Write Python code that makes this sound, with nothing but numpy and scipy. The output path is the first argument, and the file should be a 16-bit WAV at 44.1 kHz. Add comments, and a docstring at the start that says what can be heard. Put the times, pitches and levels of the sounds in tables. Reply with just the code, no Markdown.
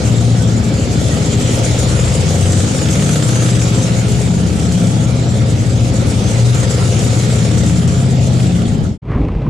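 """V-twin motorcycle in a concrete garage

Heard from the rider's seat, the bike rolls up a ramp and through an underground garage. Uneven firing
pulses excite the exhaust resonances, which boom and bark; valve gear and drive tick and hiss, and the
hall reverberates. At nine seconds the sound fades out and returns on an open street, where wind buffets
the microphone over the rush of tyres and the drone of the exhaust."""
import sys
import numpy as np
from scipy import signal
from scipy.fft import rfft, irfft, next_fast_len
from scipy.io import wavfile
from scipy.ndimage import uniform_filter1d, minimum_filter1d

SR = 44100
rng = np.random.default_rng(int(sys.argv[2]) if len(sys.argv) > 2 else 0)


def dump(signal):
    """Clip the signal to [-1, 1] and save it as 16-bit WAV at the path in sys.argv[1]."""
    limited = np.clip(np.atleast_2d(signal).T, -1, 1)
    pcm = np.round(limited * 32767).astype(np.int16)
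    wavfile.write(sys.argv[1], SR, pcm)


N = 418509

# Engine speed, in four-stroke cycles per second: t/s, f/Hz
CYCLE_RATE = [(0, 14.667), (0.45, 14.383), (0.9, 12.582), (1.2, 13.184), (1.45, 11.645), (1.95, 12.242),
              (2.4, 13.366), (3.0, 14.706), (3.6, 15.594), (3.9, 14.71), (4.25, 15.702), (4.65, 15.989),
              (5.35, 15.367), (5.75, 13.005), (6.15, 10.759), (6.5, 12.214), (6.95, 14.352), (7.5, 16.353),
              (8.2, 16.438), (8.6, 15.714), (8.95, 16.442), (9.2, 14.85)]
# Engine load relative to full load: t/s, level/dB
ENGINE_LOAD = [(0, -4.5), (0.6, -7), (1.55, -1.5), (2.5, -2.5), (3.55, -0.5), (4.3, -7), (5.7, -7.5),
               (6.6, -2.5), (7.5, -3.5), (8.15, -8.5), (8.45, -6.5), (8.85, -15), (8.95, -17)]
# Overall fader: t/s, gain
FADER_GAIN = [(0, 1), (8.86, 1), (8.97, .15), (8.978, 0), (9.018, 0), (9.026, 1)]
# Left microphone port relative to the right: f/Hz, level/dB
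PORT_BALANCE = [(60, 4.5), (110, 3.5), (200, 2.5), (370, 1.5), (670, 2), (1240, -4.5), (2260, -2.5),
                (4140, -0.5), (7000, 2), (10000, -0.5), (14000, 0.5)]
# Correlation of the ports for equally strong centre and side signals: f/Hz, coefficient
PORT_CORRELATION = [(60, 0.99), (130, 0.82), (280, 1), (450, 0.79), (650, 0.41), (1000, -0.28),
                    (1400, 0.027), (2900, 0.39), (6400, 0.31), (12000, 0.59)]

# Spectral densities of the noisy layers: f/Hz, relative level/dB
DRAUGHT_SPECTRUM = [(12, -31), (26, 14), (40, 3), (60, -20), (120, -40)]
WIND_SPECTRUM = [(12, -25), (25, -32), (45, 3.5), (75, -2), (120, 1), (180, -5), (260, -12), (400, -25.5)]
TYRE_SPECTRUM = [(130, -47), (220, -1), (296, -3.5), (391, -2.5), (541, -8), (1110, -19), (1580, -27.5),
                 (2480, -25.5), (2900, -30.5), (9000, -54.5), (14000, -86)]
RASP_SPECTRUM = [(500, -12), (1100, 14), (1500, 3), (2300, 1), (3200, -14), (9000, -47)]
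CLATTER_SPECTRUM = [(600, -33), (900, 0), (1100, -0.5), (1350, 2), (1600, -2), (2300, 0.5), (2600, -0.5),
                    (3400, 1), (4500, -1.5), (5600, -4), (8000, -25.5)]
HISS_SPECTRUM = [(3200, -42), (4600, -11.5), (5600, -6.5), (6300, -1.5), (7000, 0.5), (7700, -1),
                 (8400, -7), (10000, -11), (11300, -22.5), (13000, -22.5), (14500, -61)]
THUD_SPECTRUM = [(35, -29.5), (55, -13.5), (80, -2), (118, -1), (140, -1.5), (165, -3), (200, -2.5),
                 (240, -4), (310, -12.5), (380, -21.5), (600, -51)]
BARK_SPECTRUM = [(200, -47), (300, 3.5), (370, -5), (418, -1.5), (460, -5.5), (520, -4.5), (610, -7.5),
                 (700, -7.5), (850, -14), (1050, -28.5), (1600, -31.5)]
BRIGHT_TICK_SPECTRUM = [(1000, -37), (2500, -2), (7500, 21.0), (10000, 5.5), (14000, -9)]
TICK_SPECTRUM = [(800, -15.5), (1400, 4), (2400, -5), (3200, 2.0), (5000, -7.5), (8000, -3), (12000, -21)]

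# Gusts in the garage and on the street (sigma is the Gaussian half length): t/s, sigma/s, rise/dB
DRAUGHT_GUSTS = [(1.85, 0.3, 5.8), (8.85, .18, 11)]
WIND_GUSTS = [(9.097, .01, 9.5), (9.164, 0.008, 8), (9.21, 0.014, 7), (9.238, .008, 5), (9.366, 0.0054, 8),
              (9.482, 0.014, 7)]
# Partials of the growl and of the exhaust in the open: harmonic number, relative level/dB
GROWL_HARMONICS = [(3, 0.5), (4, -7), (5, -11), (6, -20), (8, -17)]
DRONE_HARMONICS = [(5, -28), (7, -27), (9, -26)]

# Knocks of bike parts: t/s, f/Hz, level/dB
PART_KNOCKS = [(.422, 7500, -31), (3.091, 7500, -28), (4.596, 3000, -33), (4.744, 3000, -34),
               (5.938, 7500, -30), (6.544, 7500, -26), (8.399, 3000, -32), (8.523, 3400, -33),
               (8.549, 3000, -32), (8.616, 3000, -33), (8.652, 3400, -33), (9.174, 1120, -29),
               (9.287, 1030, -30), (9.463, 1110, -27.5)]
# Squeaks of metal parts: t/s, sigma/s, f/Hz, level/dB
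METAL_SQUEAKS = [(.41, .025, 1510, -40.5), (0.682, .025, 2310, -42), (1.132, .035, 1900, -38),
                 (1.4, .04, 2350, -41), (4.63, .04, 1340, -42), (4.72, .04, 4220, -43),
                 (4.848, 0.023, 1350, -40), (4.961, 0.052, 3350, -39.5), (5.07, 0.04, 1370, -41),
                 (5.109, .025, 2340, -40), (5.22, 0.028, 4030, -42), (6.792, 0.054, 1338, -37),
                 (8.666, 0.014, 3210, -43), (8.66, .02, 3510, -45)]
# Short bright broadband ticks, and hard single firings: t/s, relative level/dB
BRIGHT_TICKS = [(2.5215, -2), (2.9108, -3.5), (3.2241, -20), (3.2614, -16), (3.6172, -11), (3.9476, -13),
                (4.083, -6), (4.215, -3), (4.596, -8), (4.722, -4.5), (4.8697, -6), (5.5099, -16),
                (6.545, -34), (6.991, -3.5), (7.662, -4.5), (7.877, -6), (8.271, -10)]
HARD_FIRINGS = [(.273, -31), (.412, -22), (.554, -18), (3.942, -21), (4.206, -18), (4.836, -18),
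                (4.851, -26), (5.092, -13.5), (5.355, -29), (5.483, -18.5), (8.117, -22.5), (8.811, -21)]
# Spells of hard ticking and of thumping on the ramp: t/s, sigma/s, level/dB
TICKING_SPELLS = [(2.5, .1, -35), (3.08, .33, -30.5), (4.7, .15, -38), (7.65, .12, -38), (8.65, .15, -43)]
RAMP_SPELLS = [(1.0, 0.49, -21.5), (3.15, 0.47, -31)]

# Impulses within one engine cycle: phase/cycles, relative level/dB
TICK_PATTERN = [(.062, 0), (.642, -2.5)]
VALVE_PATTERN = [(.06, 6), (.11, 1), (.64, 5), (.69, 2.5)]
THUMP_PATTERN = [(.29, 0)]
THROB_PATTERN = [(.02, 0), (.522, -.5)]
FIRING_PATTERN = [(0.052, -4.5), (.556, -5)]

# Modes of metal parts, of the pipes and of the exhaust's boom: f/Hz, bandwidth/Hz, relative level/dB
METAL_RESONANCES = [(1320, 320, -7.5), (2274, 260, -11), (3190, 140, -14)]
PIPE_RESONANCES = [(174, 10, -6), (417.4, 12.8, 2), (531, 22, -8)]
BOOM_RESONANCES = [(121.1, 8.4, -22.5), (175.4, 4.5, -29)]
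# Standing waves between the walls that the bike rides through: t/s, sigma/s, f/Hz, gain/dB
ROOM_MODES = [(0.2, 0.27, 116.2, -17), (0.2, .25, 174.6, -20), (1.2, .22, 155, -19),
              (1.448, 0.061, 112.6, -17), (2.253, 0.17, 157, -21.5), (3.0, 0.15, 191, -22.5),
              (1.995, 0.21, 63, -24), (2.43, 0.34, 93.8, -18), (3.048, 0.29, 147.2, -20),
              (3.496, 0.19, 122.8, -19.5), (3.5, 0.36, 168.7, -18), (4.393, 0.1, 172.4, -9.5),
              (4.8, 0.092, 175.8, -15.5), (4.5, .25, 80, -28), (4.906, 0.25, 111, -22),
              (5.197, 0.095, 124.7, -25), (5.502, 0.11, 115.4, -21), (5.745, 0.21, 117.6, -14),
              (6.1, 0.076, 111.5, -15), (6.622, 0.23, 117.8, -18), (7.65, 0.29, 80, -22),
              (6.797, 0.21, 97, -25), (7.15, 0.24, 122, -21), (7.395, 0.16, 114.3, -20.5),
              (7.804, 0.2, 180.8, -14), (8.163, 0.29, 129.7, -18), (8.496, 0.1, 175.3, -11)]
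# Harmonics of the cycle rate: harmonic number, relative level at full load/dB, slope/(dB per dB of load)
ENGINE_ORDERS = [(5, -1, -0.3), (6, -20.5, -1.3), (7, 2.5, -0.13), (8, 3, 0), (9, -2, -0.5), (10, 5.5, .5),
                 (11, -5, 0), (12, 1, .5), (13, 2, 1), (14, -1, 0.5)]

CRUISE_RATE_HZ = 14.5
GARAGE_T60_S = 0.94
STREET_START_S, STREET_RISE_S, STREET_START_DB = 9.02, .1, -15


def from_db(db):
    """Amplitude ratio of a level in decibels."""
    return 10 ** (np.asarray(db) / 20)


def in_time(points):
    """Linear interpolation of a (t, value) table at every sample."""
    return np.interp(np.arange(N) / SR, *np.transpose(points))


def at_hz(points, hz):
    """Interpolation of an (f, value) table on a logarithmic frequency axis."""
    frequencies, values = np.transpose(points)
    return np.interp(np.log(hz + 1e-6), np.log(frequencies), values)


def swell(centre_s, sigma_s):
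    """Gaussian envelope of height 1."""
    return np.exp(-.5 * ((np.arange(N) / SR - centre_s) / sigma_s) ** 2)


def spell_gain(spells):
    """Superposition of Gaussian envelopes, as an amplitude."""
    return sum(from_db(db) * swell(s, sigma_s) for s, sigma_s, db in spells)


def drift(rate_hz):
    """Low-pass random fluctuation with unit standard deviation."""
    pole = np.exp(-200 * np.pi * rate_hz / SR)
    slow = signal.lfilter([1], [1, -2 * pole, pole * pole], rng.standard_normal(N // 100 + 2002))[2000:]
    return np.interp(np.arange(N) / 100, np.arange(len(slow)), slow / slow.std())


def band_pass(x, hz, width_hz, stages=1):
    """Cascade of identical second-order resonators."""
    b, a = signal.iirpeak(hz, hz / width_hz, SR)
    for _ in range(stages):
        x = signal.lfilter(b, a, x + 1e-18)
    return x


def resonance(tones, hz, width_hz, db):
    """Forced oscillation: a mode builds up while a tone crosses it, then decays at its own frequency."""
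    radius = np.exp(-np.pi * width_hz / SR)
    return signal.lfilter([from_db(db) * (1 - radius)], [1, -radius * np.exp(2j * np.pi * hz / SR)], tones)


def coloured(pair, spectrum):
    """Minimum-phase filtering to a spectrum, falling 20 dB per octave above its last point."""
    hz = np.arange(2049) * SR / 4096
    octaves_above = np.log2(np.maximum(hz / spectrum[-1][0], 1))
    cepstrum = irfft(np.log(from_db(at_hz(spectrum, hz) - 20 * octaves_above)))
    cepstrum[1:2048] *= 2   # folding the cepstrum makes the response causal
    cepstrum[2049:] = 0
    response = irfft(np.exp(rfft(cepstrum)))
    return signal.oaconvolve(pair, response[None], axes=1)[:, :N]


def levelled(pair, spectrum, level_db, size=5000):
    """Filters a centre/side pair and holds the running RMS of its centre to a level curve."""
    pair = coloured(pair, spectrum)
    power = uniform_filter1d(uniform_filter1d(pair[0] ** 2, size), size)
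    return pair * from_db(level_db) / np.sqrt(np.abs(power) + 1e-18)


def wavering(pair, depth_db, size=1024):
    """Random amplitude modulation, band by band, makes the timbre flicker."""
    spectra = signal.stft(pair, nperseg=size)[2]
    patches = rng.standard_normal(spectra.shape[1:])
    patches = uniform_filter1d(uniform_filter1d(patches, size=12, axis=0), size=7, axis=1)
    return signal.istft(spectra * from_db(depth_db * patches / patches.std()), nperseg=size)[1][:, :N]


def impulses(events):
    """One impulse for each (t, level) row."""
    clicks = np.zeros(N)
    for s, db in events:
        clicks[int(s * SR)] = from_db(db)
    return clicks


def pulse_train(cycles, pattern, scatter_db, jitter_s):
    """Quasi-periodic impulses: the pattern repeats in each engine cycle with random deviations."""
    clicks, turns = np.zeros(N), np.arange(int(cycles[-1]))
    for phase, db in pattern:
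        timing, strength = rng.standard_normal((200, 2))[:len(turns)].T
        at = np.searchsorted(cycles, turns + phase) + (timing * jitter_s * SR).astype(int)
        clicks[np.clip(at, 0, N - 1)] += from_db(db + scatter_db * strength)
    return clicks


def bursts(clicks, decay_s):
    """Each impulse releases exponentially decaying noise of the same mean energy."""
    pole = np.exp(-1 / (decay_s * SR))
    envelope = signal.lfilter([np.sqrt(1 - pole * pole)], [1, -pole], clicks + 1e-18)
    return envelope * rng.standard_normal(N)


def at_ports(pair):
    """Sum and difference turn centre/side into left/right: coherent in the bass, less so in the treble."""
    size = next_fast_len(N)
    hz = np.arange(size // 2 + 1) * SR / size
    correlation = np.clip(at_hz(PORT_CORRELATION, hz), -.9, .999)
    centre, side = rfft(pair, size)
    side = side * np.sqrt((1 - correlation) / (1 + correlation))
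    signs = np.array([[1], [-1]])
    balance = from_db(signs * at_hz(PORT_BALANCE, hz) / 2)
    return irfft(balance * (centre + signs * side), size)[:, :N]


def garage(x, wet_db, change_hz=0.4414):
    """Direct sound plus a diffuse reverberant field that changes as the bike moves; centre/side."""
    t = np.arange(SR) / SR
    tails = rng.standard_normal((4, SR)) * from_db(-60 * t / GARAGE_T60_S) * (t > .008)
    tails /= np.linalg.norm(tails, axis=1, keepdims=True)
    ringing = np.concatenate([x[:SR], x])   # the hall is already ringing at the start
    echoes = signal.fftconvolve(ringing[None], tails, axes=1)[:, SR:SR + N]
    travel = 2 * np.pi * change_hz * np.arange(N) / SR
    front, side = np.cos(travel) * echoes[:2] + np.sin(travel) * echoes[2:]
    wet = from_db(wet_db)
    return np.array([(x + wet * front) / np.hypot(1, wet), side])


def moving_air(spectrum, level_db, gusts=(), size=3000):
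    """Turbulent pressure fluctuations: coloured noise whose level rises in any gusts."""
    rise_db = sum(db * swell(s, sigma_s) for s, sigma_s, db in gusts)
    return levelled(rng.standard_normal((2, N)), spectrum, level_db + rise_db, size)


def tyre_rush(cycles):
    """Broadband rolling noise, mixed with bursts at the firing rate, crests slightly and settles."""
    firings = pulse_train(cycles, FIRING_PATTERN, scatter_db=3.0, jitter_s=0.00031)
    beat = bursts(firings / firings.std(), decay_s=0.0049)
    level_db = -28 + 2 * swell(9.17, 0.077)
    return levelled(rng.standard_normal((2, N)) + 0.5 * beat, TYRE_SPECTRUM, level_db, size=2000)


def growl(crest_s=9.233, crest_hz=103, first_octave_s=.095, rough_db=3.5):
    """A harmonic series, roughened by random modulation, arches briefly in pitch."""
    octaves_down = np.minimum(((np.arange(N) / SR - crest_s) / first_octave_s) ** 2, 2)
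    turns = np.cumsum(crest_hz * 2 ** -octaves_down) / SR
    stack = 0
    for harmonic, db in GROWL_HARMONICS:
        amplitude = from_db(db + rough_db * drift(40))
        stack += amplitude * np.cos(2 * np.pi * (harmonic * turns + rng.random()) + .25 * drift(30))
    return from_db(-19.5) * swell(crest_s, .047) * stack


def street(cycles):
    """Free field, in mono: wind, tyres, a brief rasp, the exhaust's drone and a growl, without echo."""
    tyres = tyre_rush(cycles)
    wind = moving_air(WIND_SPECTRUM, level_db=-18, gusts=WIND_GUSTS, size=900)
    rasp = moving_air(RASP_SPECTRUM, level_db=-32) * swell(9.125, 0.051)
    drone = sum(from_db(db) * np.cos(2 * np.pi * (k * cycles + rng.random())) for k, db in DRONE_HARMONICS)
    return (wind + tyres + rasp)[0] + drone + growl()


def knocks(attack_s=.002, decay_s=0.006, q=3.0):
    """Heavily damped vibration: a struck part gives a dry burst around its natural frequency."""
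    out, t = np.zeros(N + SR), np.arange(SR // 10) / SR
    envelope = (1 - np.exp(-t / attack_s)) * np.exp(-t / decay_s)
    for s, hz, db in PART_KNOCKS:
        ring = band_pass(rng.standard_normal(SR), hz, hz / q, stages=2)[-len(t):]
        ring /= np.sqrt(np.average(ring ** 2, weights=envelope ** 2))
        out[int(s * SR) + np.arange(len(t))] += from_db(db) * envelope / envelope.max() * ring
    return out[:N]


def squeaks(width_hz=45):
    """Narrow-band noise: a metal part sounds briefly as a rough tone."""
    out = np.zeros((2, N))
    for s, sigma_s, hz, db in METAL_SQUEAKS:
        at = np.arange(int((s - .2) * SR), int((s + .2) * SR))
        ring = band_pass(rng.standard_normal((2, SR)), hz, width_hz, stages=2)[:, -len(at):]
        envelope = swell(s, sigma_s)[at]
        ring /= np.sqrt(np.average(ring[0] ** 2, weights=envelope ** 2))
        out[:, at] += from_db(db) * envelope * ring
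    return out


def singing_metal(load_db):
    """Random forcing: vibration keeps narrow modes of metal parts faintly ringing."""
    out = 0
    for hz, width_hz, db in METAL_RESONANCES:
        ring = band_pass(rng.standard_normal((2, N)), hz, width_hz, stages=2)
        out += from_db(db + 3.5 * drift(13)) * ring / ring.std()
    return out * from_db(-42 + 0.25 * load_db)


def bright_ticks(trim_db=-10.5):
    """Broadband transients: short noise bursts, weighted to the treble, are heard as bright ticks."""
    clicks = impulses(BRIGHT_TICKS)
    ticks = garage(bursts(clicks, decay_s=0.01), wet_db=0.5)
    pair = coloured(wavering(ticks, depth_db=-1.5), BRIGHT_TICK_SPECTRUM)
    return pair / np.abs(pair[0]).max() * clicks.max() * from_db(trim_db)


def ticking(cycles):
    """Periodic transients: in spells the engine ticks hard, once for each cylinder."""
    clicks = pulse_train(cycles, TICK_PATTERN, scatter_db=0.9, jitter_s=.0003)
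    pair = coloured(garage(bursts(clicks, decay_s=.006), wet_db=-5), TICK_SPECTRUM)
    return pair / pair[0].std() * spell_gain(TICKING_SPELLS)


def valves_and_drive(cycles, rate_hz, load_db):
    """Valve impacts over continuous gear noise: the casing radiates clatter, small parts a hiss."""
    taps = pulse_train(cycles, VALVE_PATTERN, scatter_db=0.0, jitter_s=.0005)
    landing_db = 1.52 * load_db + 1.5 * (rate_hz - CRUISE_RATE_HZ)   # harder with load and speed
    taps = taps / taps.std() * from_db(landing_db)
    clatter = garage(bursts(taps, decay_s=0.0076), wet_db=0.5) + 0.91 * rng.standard_normal((2, N))
    rush = rng.standard_normal((2, N)) * from_db(2.64 * drift(14.8))
    hiss = garage(bursts(taps, decay_s=0.0066), wet_db=6.0) + 3.4 * rush
    clatter, hiss = wavering(clatter, depth_db=1.73), wavering(hiss, depth_db=3.0)
    tick_gain = spell_gain(TICKING_SPELLS)
    clatter_db = -27 + 0.85 * load_db - 2 * tick_gain / tick_gain.max()   # gives way to hard ticking
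    hiss_db = -26 + 1.21 * load_db
    return levelled(clatter, CLATTER_SPECTRUM, clatter_db) + levelled(hiss, HISS_SPECTRUM, hiss_db)


def ramp_thump(cycles):
    """A damped low resonance, struck once a cycle, thumps between the close walls of the ramp."""
    clicks = pulse_train(cycles, THUMP_PATTERN, scatter_db=1.6, jitter_s=0.00028)
    thumps = band_pass(clicks, hz=229, width_hz=120, stages=2)
    return garage(thumps / thumps.std() * spell_gain(RAMP_SPELLS), wet_db=-10)


def hollow_note(gas):
    """Transient response: the exhaust answers a pulse with a short hollow note."""
    return band_pass(gas, hz=498, width_hz=170, stages=4)


def pops():
    """Impulse excitation: single hard firings make the exhaust pop above the rest."""
    clicks = impulses(HARD_FIRINGS)
    notes = hollow_note(clicks)
    return garage(notes / np.abs(notes).max() * clicks.max(), wet_db=-17)


def throb(cycles, rate_hz, load_db):
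    """Direct sound dominates near the rider: one hollow note per firing, loudest when the engine lugs."""
    firings = pulse_train(cycles, THROB_PATTERN, scatter_db=0.0, jitter_s=0.0003)
    notes = hollow_note(firings + 0.16 * bursts(firings, decay_s=0.0058))
    second_cylinder = 1 - np.cos(2 * np.pi * (cycles - FIRING_PATTERN[0][0]))
    lope = np.clip(1 + .045 * load_db * second_cylinder, 0, 1)   # it weakens off the throttle
    level_db = -28 + 0.68 * load_db - (rate_hz - CRUISE_RATE_HZ)
    return garage(lope * notes / notes.std() * from_db(level_db), wet_db=-11.5) * [[1], [.6]]


def boom(cycles, load_db, wander_db=1.12, between_modes_db=-30, room_width_hz=4.2):
    """Resonance: harmonics glide with engine speed and swell on crossing exhaust and room modes."""
    tones = 0
    for order, order_db, load_slope in ENGINE_ORDERS:
        phase = 2 * np.pi * (order * cycles + rng.random()) + .16 * drift(4)
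        unrest_db = np.minimum(.5 - .15 * load_db, 1.6) * drift(8)   # greater off the throttle
        level_db = order_db + load_slope * load_db + unrest_db + wander_db * drift(1)
        tones += from_db(level_db) * np.exp(1j * phase)
    out = from_db(between_modes_db) * tones + sum(resonance(tones, *mode) for mode in BOOM_RESONANCES)
    for s, sigma_s, hz, db in ROOM_MODES:
        out += swell(s, sigma_s) * resonance(tones, hz, room_width_hz, db)
    return np.sqrt(2) * np.array([out.real, .5 * out.imag])


def pipes(gas):
    """Superposition of the gas pulses and the pipe modes that they excite."""
    return gas + sum(from_db(db) * band_pass(gas, hz, width_hz) for hz, width_hz, db in PIPE_RESONANCES)


def exhaust(cycles, load_db):
    """Source and filter: pressure pulses with turbulent tails drive the pipes to a thud and a bark."""
    firings = pulse_train(cycles, FIRING_PATTERN, scatter_db=1.5, jitter_s=0.00033)
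    turbulence = bursts(firings, decay_s=0.011)
    thud = garage(pipes(firings + turbulence), wet_db=14.0)   # the lows are mostly reverberation
    bark = garage(pipes(firings + 1.1 * turbulence), wet_db=5.0 - 0.39 * load_db, change_hz=.9)
    thud_db, bark_db = -18.5 - 0.28 * load_db, -23.5 + 0.37 * load_db
    return levelled(thud, THUD_SPECTRUM, thud_db) + levelled(bark, BARK_SPECTRUM, bark_db)


def scene():
    """Superposition of the sources, first in the reverberant garage, then on the open street."""
    t = np.arange(N) / SR
    rate_hz, load_db = in_time(CYCLE_RATE), in_time(ENGINE_LOAD)
    cycles = np.cumsum(rate_hz) / SR
    bike = boom(cycles, load_db) + exhaust(cycles, load_db) + throb(cycles, rate_hz, load_db)
    bike += pops() + ramp_thump(cycles) + valves_and_drive(cycles, rate_hz, load_db)
    bike += singing_metal(load_db) + ticking(cycles) + squeaks() + bright_ticks()
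    draught = moving_air(DRAUGHT_SPECTRUM, level_db=-40, gusts=DRAUGHT_GUSTS)
    inside = at_ports(bike + draught)
    fade_in = from_db(STREET_START_DB * np.clip(1 - (t - STREET_START_S) / STREET_RISE_S, 0, 1))
    return np.where(t < 9, inside, fade_in * street(cycles)) + knocks()


def record(dry, ceiling=0.8, size=500, cutoff_hz=14300):
    """Peak limiting, a fade to silence between the two places, and low-pass filtering."""
    allowed_gain = np.minimum(1, ceiling / (np.abs(dry).max(0) + 1e-9))
    limiter_gain = uniform_filter1d(minimum_filter1d(allowed_gain, size), size)
    low_pass = signal.ellip(10, .1, 80, cutoff_hz, fs=SR, output="sos")
    return signal.sosfilt(low_pass, dry * limiter_gain * in_time(FADER_GAIN))


dry = scene()
out = record(dry)
dump(out)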